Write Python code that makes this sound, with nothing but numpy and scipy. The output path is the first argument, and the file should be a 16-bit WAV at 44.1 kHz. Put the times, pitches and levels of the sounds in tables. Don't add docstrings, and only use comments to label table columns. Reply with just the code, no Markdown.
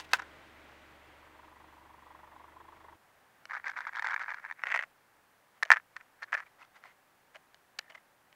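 import sys
import numpy as np
from scipy import signal
from scipy.fft import rfft, irfft, next_fast_len
from scipy.io import wavfile
from scipy.ndimage import uniform_filter1d, map_coordinates

SR = 44100
rng = np.random.default_rng(int(sys.argv[2]) if len(sys.argv) > 2 else 0)


def gain_from_decibels(decibels):
    exponent = np.asarray(decibels, float) / 20
    return 10 ** exponent


def generate_wav(sig):
    pcm = np.round(np.clip(np.atleast_2d(sig).T, -1, 1) * 32767).astype(np.int16)
    wavfile.write(sys.argv[1], SR, pcm)


N = 368235


def unit(x):
    return x / np.sqrt(np.mean(x ** 2) + 1e-20)


def curves(rows):
    knot_s, *cols = np.transpose(rows)
    return [np.interp(np.arange(N) / SR, knot_s, c) for c in cols]


def wobble(rate_hz):
    knots = rng.standard_normal(int(N * rate_hz / SR) + 4)
    return map_coordinates(knots, [np.arange(N) * rate_hz / SR])


def filtered(x, response):
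    m = next_fast_len(N + SR // 2)
    return irfft(rfft(x, m) * response(np.fft.rfftfreq(m, 1 / SR)), m)[:N]


def colour_db(f_hz, spectrum):
    hz, db = np.transpose(spectrum)
    return np.interp(np.log(f_hz + 1), np.log(hz), db)


def rush(spectrum):
    return unit(filtered(rng.standard_normal(N), lambda f: gain_from_decibels(colour_db(f, spectrum))))


def modes(table, steep):
    def response(f):
        total = 0
        for k, (centre, width, db) in enumerate(table):
            drag = 1j * f * width
            total = total + (-1) ** k * gain_from_decibels(db) * drag / (centre ** 2 - f ** 2 + drag)
        return total ** steep
    return response


def struck(force, spectrum):
    log_gain = colour_db(np.fft.rfftfreq(4096, 1 / SR), spectrum) * np.log(10) / 20
    cepstrum = irfft(log_gain)
    cepstrum[1:2048] *= 2
    cepstrum[2049:] = 0
    ring = irfft(np.exp(rfft(cepstrum)))
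    return signal.fftconvolve(force, ring / np.abs(ring).max())[:N]


def held(spectrum, stiff):
    return [(hz * stiff, db) for hz, db in spectrum]


def thin(x):
    return signal.sosfilt(signal.butter(4, 650, "high", fs=SR, output="sos"), x)


# f/Hz, level/dB
DISH = [(150, -63), (290, -47), (500, -21.5), (950, -12), (1250, -4.5), (1650, -0.5), (2200, -7),
        (2700, -22.5), (3400, -31), (6000, -63.5)]
RIM = [(1500, -42.5), (2600, -5.5), (3550, -1.5), (4400, -1), (5300, -5), (6200, -7.5), (9500, -25.5),
       (16000, -53.5)]
SNAP = [(5000, -36), (9000, -5), (13000, 0), (16500, -22)]
HOLLOW = [(100, -50), (300, -21.5), (650, 13), (900, -2.5), (1500, -26), (3000, -57)]


def lid(dish, rim, hollow, stiff, ring, thud_db):
    snap = gain_from_decibels(-11) * rim * np.abs(rim) ** .25
    t = np.arange(SR // 10) / SR
    tones = sum(gain_from_decibels(db - 60 * t / t60) * np.sin(2 * np.pi * hz * stiff * t) for hz, db, t60 in ring)
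    thud = gain_from_decibels(thud_db) * struck(dish, held(DISH, stiff))
    body = thud + signal.fftconvolve(dish, thin(tones))[:N]
    return body + struck(rim, RIM) + struck(snap, SNAP) + struck(hollow, HOLLOW)


def blows(rows, stiff, chatter_db, chatter_s, ring, thud_db):
    rows = np.array(rows, float)
    t = np.arange(400) / SR
    shape = gain_from_decibels(chatter_db - 60 * t / chatter_s) * rng.standard_normal((len(rows), 3, len(t)))
    shape[:, :, 0] = -1
    level = gain_from_decibels(rows[:, 1:2] + rows[:, 1:] * [0, 1, 1])
    at = (np.round(rows[:, :1] * SR).astype(int) + np.arange(len(t))).ravel()
    forces = [np.bincount(at, (level[:, k, None] * shape[:, k]).ravel(), N + SR)[:N] for k in range(3)]
    return lid(*forces, stiff, ring, thud_db)


def rattle(rows, gap_s, hollow_db, count=8):
    s, db, rim_db, t60 = np.transpose(rows)[..., None]
    after = np.arange(count) > 0
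    chance = rng.standard_normal((3, len(rows), count)) * after
    late = np.cumsum(gap_s * (1 + .12 * chance[0]) * after, axis=1)
    level_db = db - 60 * late / np.abs(t60) + 1.1 * chance[1]
    columns = s + late, level_db, rim_db + 3 * chance[2], hollow_db + 0 * late
    return np.transpose([c.ravel() for c in columns])


def pressure(strokes, t, swell):
    return sum(gain_from_decibels(db) * np.interp(t, [a, peak, b], [0, 1, 0]) ** swell for a, peak, b, db in strokes)


def friction(strokes, body, per_s, spread_db, clump_db, swell):
    hits = rng.random(N) < per_s / SR
    grains = hits * rng.standard_normal(N) * gain_from_decibels(spread_db * rng.standard_normal(N))
    shaken = unit(struck(grains * gain_from_decibels(clump_db * wobble(100)), body))
    return shaken * pressure(strokes, np.arange(N) / SR, swell)


def slide(strokes):
    grit = [(hz, db - 29) for hz, db in RIM[2:]]
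    return friction(strokes, [*DISH[:-2], *grit], 2000, 2.5, 3.5, .8)


# f/Hz, level/dB
SCUFF_SIDES = [(950, -9), (1250, -17), (2200, -9)]
# f/Hz, level/dB re rim
SCUFF_RIM = [(3520, -4.5), (5320, -31.5)]


def scuffs(rows):
    s, db, hz, rim_db = np.transpose(rows)[..., None]
    t = np.arange(500) / SR
    chance = rng.standard_normal((len(rows), 14))
    rise_s = .0011 * gain_from_decibels(1.3 * chance[:, :1])
    swell = gain_from_decibels(db - 2.06) * t / rise_s * np.exp(1 - t / rise_s)

    def tone(f, gain_db, k):
        detune = 1 + .05 * chance[:, k + 6:k + 7]
        return gain_from_decibels(gain_db + 3 * chance[:, k:k + 1]) * np.sin(2 * np.pi * f * detune * t + 9 * f)

    ring = np.sin(2 * np.pi * hz * t) + sum(tone(f, g, k + 1) for k, (f, g) in enumerate(SCUFF_SIDES))
    ring = ring + gain_from_decibels(rim_db) * sum(tone(f, g, k + 4) for k, (f, g) in enumerate(SCUFF_RIM))
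    fizz = gain_from_decibels(rim_db - 10) * swell * rng.standard_normal(swell.shape)
    at = (np.round((s - rise_s) * SR).astype(int) + np.arange(len(t))).ravel()
    body = thin(np.bincount(at, (swell * ring).ravel(), N))
    return body + struck(np.bincount(at, fizz.ravel(), N), RIM)


# t/s, firing rate f/Hz, hum level/dB
IDLE = [
    (0, 24.1, -69),
    (1.2, 23.85, -70),
    (2.2, 23.7, -71),
    (2.45, 24.5, -71),
    (2.75, 24.9, -70),
    (2.95, 25, -70),
]
ORDER = [(1, -14.5), (2, -14.5), (3, -1), (4, -11), (5, -11), (6, -16), (8, -15), (10, -13), (13, -6.5),
         (14, -10), (26, -8)]
# t/s, tyre and fan wash level/dB, exhaust chuff level/dB
CAR = [
    (0, -57.5, -83),
    (.5, -57.5, -82),
    (1.1, -60.5, -69),
    (1.25, -62, -63),
    (1.42, -63, -61),
    (2.3, -65.5, -57.5),
    (2.95, -65, -57),
]
# f/Hz, level/dB per Hz
WASH = [(76, -39), (130, -5.5), (210, -10), (315, 0), (357, -5), (630, -3), (807, -4), (2030, -4.5),
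        (3300, -13.5), (5380, -25), (9000, -32.5), (11700, -60), (19800, -120)]
# f/Hz, width/Hz, level/dB
PIPE = [(972, 306, 7), (2015, 250, -1.5), (3300, 200, -6.5), (320, 75, -0.5), (626, 19, -6.5)]


def car():
    firing_hz, hum_db = curves(IDLE)
    wash_db, chuff_db = curves(CAR)
    turns = np.cumsum(firing_hz) / SR
    turns = turns - turns[round(1.483 * SR)]
    hum = 0
    for k, db in ORDER:
        level = gain_from_decibels(db + .5 * k ** .7 * wobble(6 + k))
        hum = hum + level * np.sin(2 * np.pi * (k * turns + rng.random()))
    strength = gain_from_decibels(.6 * rng.standard_normal(size=128))[np.round(turns).astype(int) % 128]
    puff = (turns + .3) % 1
    gate = strength * puff * np.exp(-puff / .19) * gain_from_decibels(1.5 * wobble(150))
    chuff = unit(filtered(gate * rng.standard_normal(N), modes(PIPE, 1.7)))
    wash = gain_from_decibels(wash_db + 1 + .8 * wobble(11)) * rush(WASH)
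    return gain_from_decibels(hum_db + 4) * hum + gain_from_decibels(chuff_db) * chuff + wash


# start t/s, peak t/s, end t/s, level/dB
CREAK = [
    (0, .001, .045, -44),
    (.03, .047, .07, -54),
    (.09, .122, .132, -50),
    (.131, .137, .19, -33),
]
# f/Hz, level/dB
SPLINTER = [(300, -26.5), (950, -9), (1500, -8.5), (2700, -9.5), (3700, -13.5), (5200, -19), (15000, -34)]


def creak():
    return gain_from_decibels(-2) * friction(CREAK, SPLINTER, 5000, 2.5, 1.5, 1.8)


# t/s, dish level/dB, rim level/dB re dish, rattle t60/s
CRACKS = [(.0005, -32, -1, .03), (.0921, -49, -4, .01), (.1159, -37, -9, .01), (.1322, -18, -20, .006),
          (.1346, -8, -3, .006), (.1385, -18, -10, .07), (.1872, -34, -17, .05), (.1946, -25, -19, .01),
          (.1985, -27, -24, .02), (.2205, -34, -11, .01), (.2233, -34, -16, .01)]
# f/Hz, level/dB, t60/s
PINNED_RING = [(1030, -12.5, 0.02), (1490, -10.5, 0.018), (2680, -15, 0.013), (3800, -22.5, .02),
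               (5530, -30, .012)]


def snaps():
    return blows(rattle(CRACKS, .0037, -23), .99, -22, .012, PINNED_RING, -4.5)


# t/s, f/Hz, level/dB
PINGS = [(.132, 2600, -21), (.132, 3850, -29), (.1405, 1500, -22), (.194, 1600, -33), (5.775, 1720, -34),
         (6.231, 4200, -47), (6.464, 2350, -53), (7.787, 1730, -38), (7.787, 2620, -38), (7.787, 4030, -43),
         (7.948, 2080, -47), (4.108, 5500, -54), (4.634, 5300, -53), (6.342, 4900, -51), (7.805, 1900, -59),
         (7.825, 1850, -59), (7.843, 1800, -59), (7.862, 1800, -60), (7.88, 1850, -55), (7.975, 2000, -53),
         (7.92, 3000, -56)]


def pings():
    out, t = np.zeros(N), np.arange(SR // 20) / SR
    swell = t / .0022 * np.exp(1 - t / .0022)
    for s, hz, db in PINGS:
        out[round(s * SR):][:len(t)] += gain_from_decibels(db) * swell * np.sin(2 * np.pi * hz * t)
    return out


SCRAPE = [(.17, .197, .212, -49), (.215, .225, .245, -54), (5.625, 5.632, 5.65, -46),
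          (5.645, 5.655, 5.7, -53), (5.703, 5.715, 5.755, -34), (5.755, 5.77, 5.79, -43),
          (5.958, 5.967, 5.99, -51), (5.995, 6.008, 6.02, -51), (6.17, 6.21, 6.22, -60),
          (6.215, 6.23, 6.248, -44), (6.26, 6.29, 6.32, -62), (6.318, 6.34, 6.362, -38),
          (6.36, 6.38, 6.41, -48), (6.415, 6.427, 6.445, -54)]


def scrape():
    return slide(SCRAPE)


SQUEAL = (.49, .59, 12850, -86)


def squeal():
    start, end, hz, db = SQUEAL
    t = np.arange(N) / SR
    swell = np.sin(np.pi * np.clip((t - start) / (end - start), 0, 1))
    return gain_from_decibels(db) * swell * np.sin(2 * np.pi * hz * t)


# f/Hz, level/dB per Hz
STREET = [(12, -34.5), (20, 1), (32, -23.5), (65, -8.5), (123, -3.5), (181, -5), (442, -4.5), (601, -0.5),
          (653, -4), (751, 1), (1470, -2.5), (1590, -0.5), (2710, -11), (15700, -41)]
# t/s, level/dB
STREET_DB = [
    (2.96, -67.5),
    (3.4, -65.5),
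    (5, -68),
    (7, -67.5),
    (8.35, -68),
]


def street():
    level_db = curves(STREET_DB)[0] + .516 * wobble(4.8) + .25 * wobble(4.9)
    return gain_from_decibels(level_db) * rush(STREET)


# t/s, dish level/dB, rim level/dB re dish, hollow level/dB re dish
CLICKS = [(3.4545, -36, -5, -19), (5.6521, -37, -4, -8), (5.658, -40, -6, -8), (6.8386, -43, -11, -18),
          (7.3478, -48, -8, -13), (7.3572, -37, -10, -11), (7.3607, -44, -18, -12), (7.3669, -45, -13, -16),
          (7.5446, -43, -3, -30), (7.7877, -32, -1, -21), (7.7903, -28, 4, -17), (7.7926, -36, -1, -11),
          (7.8119, -49, -7, -20), (7.9004, -45, -11, -23), (7.9051, -45, -14, -15), (7.9083, -45, -16, -19),
          (7.9208, -48, -13, -16), (7.9494, -42, -12, -25), (7.9556, -40, -17, -20),
          (8.3274, -49, -10, -17)]
# f/Hz, level/dB, t60/s
TOY_RING = [(660, -31, 0.011), (1750, -39, 0.005), (1940, -13.5, 0.015), (2620, -10.5, 0.013),
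            (4120, -29, .01)]


def clicks():
    return blows(CLICKS, 1.135, -13, .0068, TOY_RING, -2.5)


DRAG = [(3.488, 3.5, 3.55, -45), (3.52, 3.56, 3.605, -41), (3.59, 3.6, 3.645, -56),
        (3.635, 3.68, 3.725, -41), (3.725, 3.739, 3.755, -51), (3.745, 3.785, 3.83, -42),
        (3.82, 3.84, 3.86, -48), (3.855, 3.875, 3.905, -46), (3.9, 3.97, 4.04, -43),
        (4.02, 4.06, 4.11, -39), (4.07, 4.135, 4.155, -38), (4.15, 4.17, 4.19, -44),
        (4.185, 4.205, 4.28, -41), (4.27, 4.3, 4.335, -42), (4.33, 4.345, 4.375, -47),
        (4.355, 4.39, 4.415, -50), (4.41, 4.45, 4.5, -49)]


def drag():
    return slide([(a, peak, b, db - 1.5) for a, peak, b, db in DRAG])


# t/s, level/dB, main mode f/Hz, rim level/dB re level
STONES = [(3.4998, -40, 1520, -27), (3.5096, -28.5, 1770, -28), (3.5186, -29, 1790, -28),
          (3.5338, -28.5, 1310, -23), (3.538, -32, 1560, -23), (3.551, -27, 1540, -26),
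          (3.5571, -32, 1660, -23), (3.5633, -41, 1730, -32), (3.5672, -29, 1260, -29),
          (3.5715, -29, 1830, -30), (3.5986, -56, 1700, -32), (3.6024, -60, 1560, -33),
          (3.6431, -32.5, 1790, -36), (3.6465, -38, 1590, -19), (3.6557, -35.5, 1700, -20),
          (3.66, -34, 1600, -22), (3.6693, -36, 1420, -21), (3.6749, -33, 1690, -22),
          (3.6814, -28.5, 1770, -13), (3.6872, -42, 1600, -23), (3.6942, -29.5, 1720, -29),
          (3.698, -30, 1600, -15), (3.7041, -43, 1580, -33), (3.7113, -37, 1750, -18),
          (3.7164, -34, 1600, -21), (3.7376, -45, 1510, -28), (3.7419, -47, 1750, -33),
          (3.765, -34, 1520, -29), (3.7734, -30, 2110, -22), (3.7765, -33, 1500, -21),
          (3.7806, -34, 1440, -16), (3.7884, -28, 1520, -23), (3.7915, -36, 960, -22),
          (3.8063, -28.5, 1580, -18), (3.8168, -40, 1750, -19), (3.8199, -38, 2140, -29),
          (3.852, -33, 1710, -26), (3.8691, -27, 1340, -31), (3.873, -30.5, 1580, -17),
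          (3.8803, -34, 1490, -25), (3.8851, -40, 1530, -26), (3.8889, -41, 1650, -34),
          (3.8928, -32, 1620, -28), (3.9333, -35, 1740, -22), (3.9442, -36, 1700, -23),
          (3.9478, -39, 1680, -28), (3.9527, -31.5, 1610, -22), (3.959, -30.5, 1790, -14),
          (3.969, -29, 1650, -19), (3.973, -29, 1520, -22), (3.977, -30.5, 1660, -21),
             (3.9865, -29, 1410, -23), (3.9954, -23.5, 1730, -20.5), (4.024, -24, 1810, -17.5),
             (4.0452, -22.5, 1640, -23), (4.054, -28, 1830, -21), (4.0647, -28, 1610, -23),
             (4.0704, -21.5, 1940, -16.5), (4.0819, -29, 1560, -24), (4.0865, -26, 1490, -20),
             (4.0976, -27, 1620, -25), (4.104, -32, 1680, -25), (4.1082, -23.5, 1680, -23),
             (4.115, -28, 1660, -30), (4.121, -28, 1420, -23), (4.1318, -31, 1840, -32),
             (4.1335, -27, 1640, -32), (4.1385, -34, 1410, -27), (4.1427, -21.5, 1650, -19.5),
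             (4.1633, -22, 1730, -31), (4.178, -32, 1490, -28), (4.1953, -29.5, 2080, -18),
             (4.2005, -35, 1850, -28), (4.204, -37, 1460, -32), (4.211, -30.5, 1490, -26),
             (4.2203, -34, 1750, -27), (4.2272, -33.5, 1750, -16.5), (4.2358, -35, 1630, -21),
             (4.2428, -32, 1630, -31), (4.261, -34, 1580, -27), (4.2827, -29, 1690, -31),
             (4.291, -27.5, 1600, -34), (4.2943, -33, 1980, -27), (4.299, -39, 1690, -27),
             (4.3048, -29, 1800, -23), (4.3105, -37, 1660, -33), (4.3154, -34.5, 1660, -29),
             (4.3215, -31, 1680, -32), (4.3384, -37, 1690, -22), (4.3443, -28.5, 1620, -25),
             (4.3848, -41, 1510, -32), (4.398, -41, 1720, -37), (4.4424, -34.5, 1720, -35),
             (4.4505, -30, 1670, -31), (4.4615, -35, 1770, -35), (4.5, -33.5, 1620, -30),
             (4.5125, -25.5, 1810, -30), (4.5244, -36, 1800, -18.5)]


def stones():
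    return scuffs(STONES)


EDGE = [
    (4.42, 4.47, 4.54, -50),
    (4.545, 4.63, 4.65, -48),
    (4.645, 4.675, 4.72, -40),
    (4.69, 4.745, 4.79, -39),
    (4.78, 4.8, 4.855, -48),
]
# f/Hz, level/dB
LIP = [(300, -34), (700, -17), (1350, -6), (1750, -2), (2200, -6), (2900, -24), (4400, -34.5), (5250, -35),
       (6200, -38), (14000, -61)]


def edge():
    return gain_from_decibels(-2) * friction(EDGE, LIP, 1800, 2.5, 2.1, .92)


def pebbles(strokes, count):
    start, end = strokes[0][0], strokes[-1][2]
    s = start + (end - start) * (np.arange(count) + rng.random(count)) / count
    chance = rng.standard_normal((count, 2))
    press_db = 20 * np.log10(pressure(strokes, s, .7) + 1e-9)
    return np.transpose([s, press_db + 8 + 3.5 * chance[:, 0], -22 + 4 * chance[:, 1], -32 + 0 * s])


# t/s, dish level/dB, rim level/dB re dish, rattle t60/s
JUDDER = [(4.6368, -22, -22, 0.021), (4.6557, -31, -27, .06), (4.6655, -40, -14, 0.0093),
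          (4.6698, -20.5, -37, 0.036), (4.6897, -27.5, -27, .02), (4.7023, -24.5, -28, 0.059),
          (4.7177, -22, -21, 0.011), (4.7223, -20.5, -26.5, .02), (4.7423, -17.5, -26.5, 0.018),
          (4.7467, -16, -39, 0.011), (4.7505, -27, -11.5, 0.0092), (4.76, -15.5, -19, 0.013),
          (4.7642, -20.5, -21, 0.018), (4.775, -23, -19, 0.017), (4.7914, -20, -42, .04),
          (4.8102, -28, -27, 0.015), (4.825, -27, -20, 0.017), (4.8359, -25.5, -26, .02)]
# f/Hz, level/dB, t60/s
LID_RING = [(1020, -30, .018), (1680, -13, .022), (2200, -18, .015), (3520, -44, .012), (5280, -40, .012)]


def judder():
    contacts = [*rattle(JUDDER, .004, -28.5), *pebbles(EDGE[2:], count=16)]
    return blows(contacts, 1.14, -15, .011, LID_RING, -2.5)


RUB = [
    (5.54, 5.575, 5.59, -65),
    (6.455, 6.468, 6.485, -60),
    (6.58, 6.618, 6.66, -56),
    (6.735, 6.768, 6.795, -59),
    (6.81, 6.86, 6.94, -57),
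    (7.335, 7.355, 7.378, -54),
    (7.8, 7.86, 7.89, -67),
    (7.89, 7.903, 7.945, -56),
    (7.942, 7.953, 7.963, -51),
    (7.965, 7.978, 7.995, -63),
]
# f/Hz, level/dB
TOY = [(150, -55), (310, -27), (650, -3.5), (1280, -1.5), (1800, -3), (2080, 4.5), (2350, -10), (2800, -9),
       (4000, -17.5), (7000, -26), (14000, -38)]


def rub():
    return friction(RUB, TOY, 5000, 2.5, 1.5, .9)


# t/s, dish level/dB, rim level/dB re dish, rattle t60/s
DROPS = [(5.6268, -18, -16, .005), (5.6313, -15, -8, .005), (5.704, -1, -23, .015), (5.7162, -5, -11, .004),
         (5.7184, -6, -18, .02), (5.7257, -12, -12, .013), (5.7358, -17, -25, .016),
         (5.7426, -24, -15, .01), (5.7507, -34, -19, .01), (5.7605, -27, -37, .005),
         (5.7637, -27, -36, .005), (5.7696, -21, -26, .015), (5.7774, -35, -27, .03),
         (5.7991, -42, -25, .01)]


def landing():
    tremble = [(5.6716 + k * .0065, -46, -13, -27) for k in range(5)]
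    return blows([*rattle(DROPS, .003, -31), *tremble], 1.049, -20.5, .012, LID_RING, -.5)


# t/s, dish level/dB, rim level/dB re dish, rattle t60/s
TURNS = [(5.9654, -28.5, -12.5, 0.02), (6.0102, -39.5, -28, 0.0085), (6.223, -31.5, -17, 0.075),
         (6.2322, -37.5, -3.5, 0.042), (6.2397, -37, -26, 0.011), (6.3229, -34, -12, 0.036),
         (6.3293, -18, -25, 0.027), (6.3362, -34, -22, 0.012), (6.3402, -24.5, -10, 0.0083),
         (6.3436, -21, -20, 0.031), (6.35, -16.5, -47, .008), (6.3693, -30.5, -31, .01),
         (6.3767, -28, -19, 0.024), (6.3844, -40, -9, 0.012), (6.3972, -35, -20, 0.076),
         (6.4032, -30, -19, 0.0097)]


def turning():
    return blows(rattle(TURNS, .003, -32), 1.049, -20.5, .012, LID_RING, -.5)


# t/s, level/dB, main mode f/Hz, rim level/dB re level
RUSTLE = [(6.6027, -57, 1280, -9), (6.6118, -51, 1980, -13), (6.6176, -45, 1340, -18),
          (6.6275, -47.5, 2600, -12), (6.6309, -49, 1230, -17), (6.6493, -52, 1390, -9),
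          (6.7464, -57, 1500, -15), (6.7566, -56, 1750, -10), (6.7622, -53, 1620, -10),
          (6.7662, -51, 1880, -10), (6.7695, -53.5, 1400, -16), (6.8391, -47, 1410, -19),
          (6.8552, -48, 910, -14), (6.8591, -50, 1020, -18), (6.8653, -55, 1870, -11),
          (6.8693, -53, 2270, -17)]


def rustle():
    return scuffs(RUSTLE)


def scene():
    before = uniform_filter1d((np.arange(N) < 2.962 * SR) * 1., size=200)
    place = before * (car() + squeal()) + (1 - before) * street()
    tyre = creak() + snaps()
    ground = scrape() + drag() + stones() + edge() + judder() + landing() + turning()
    toy = pings() + clicks() + rub() + rustle()
    return (place + tyre + ground + toy)[None]


def low_pass(x):
    return signal.sosfilt(signal.butter(12, 16450, fs=SR, output="sos"), x)


def record(dry):
    hiss = filtered(gain_from_decibels(-74.5) * rng.standard_normal(N), lambda hz: hz < 15750)
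    mix = np.clip(dry + hiss, -1, 1)
    return low_pass(mix)


dry = scene()
out = record(dry)
generate_wav(out)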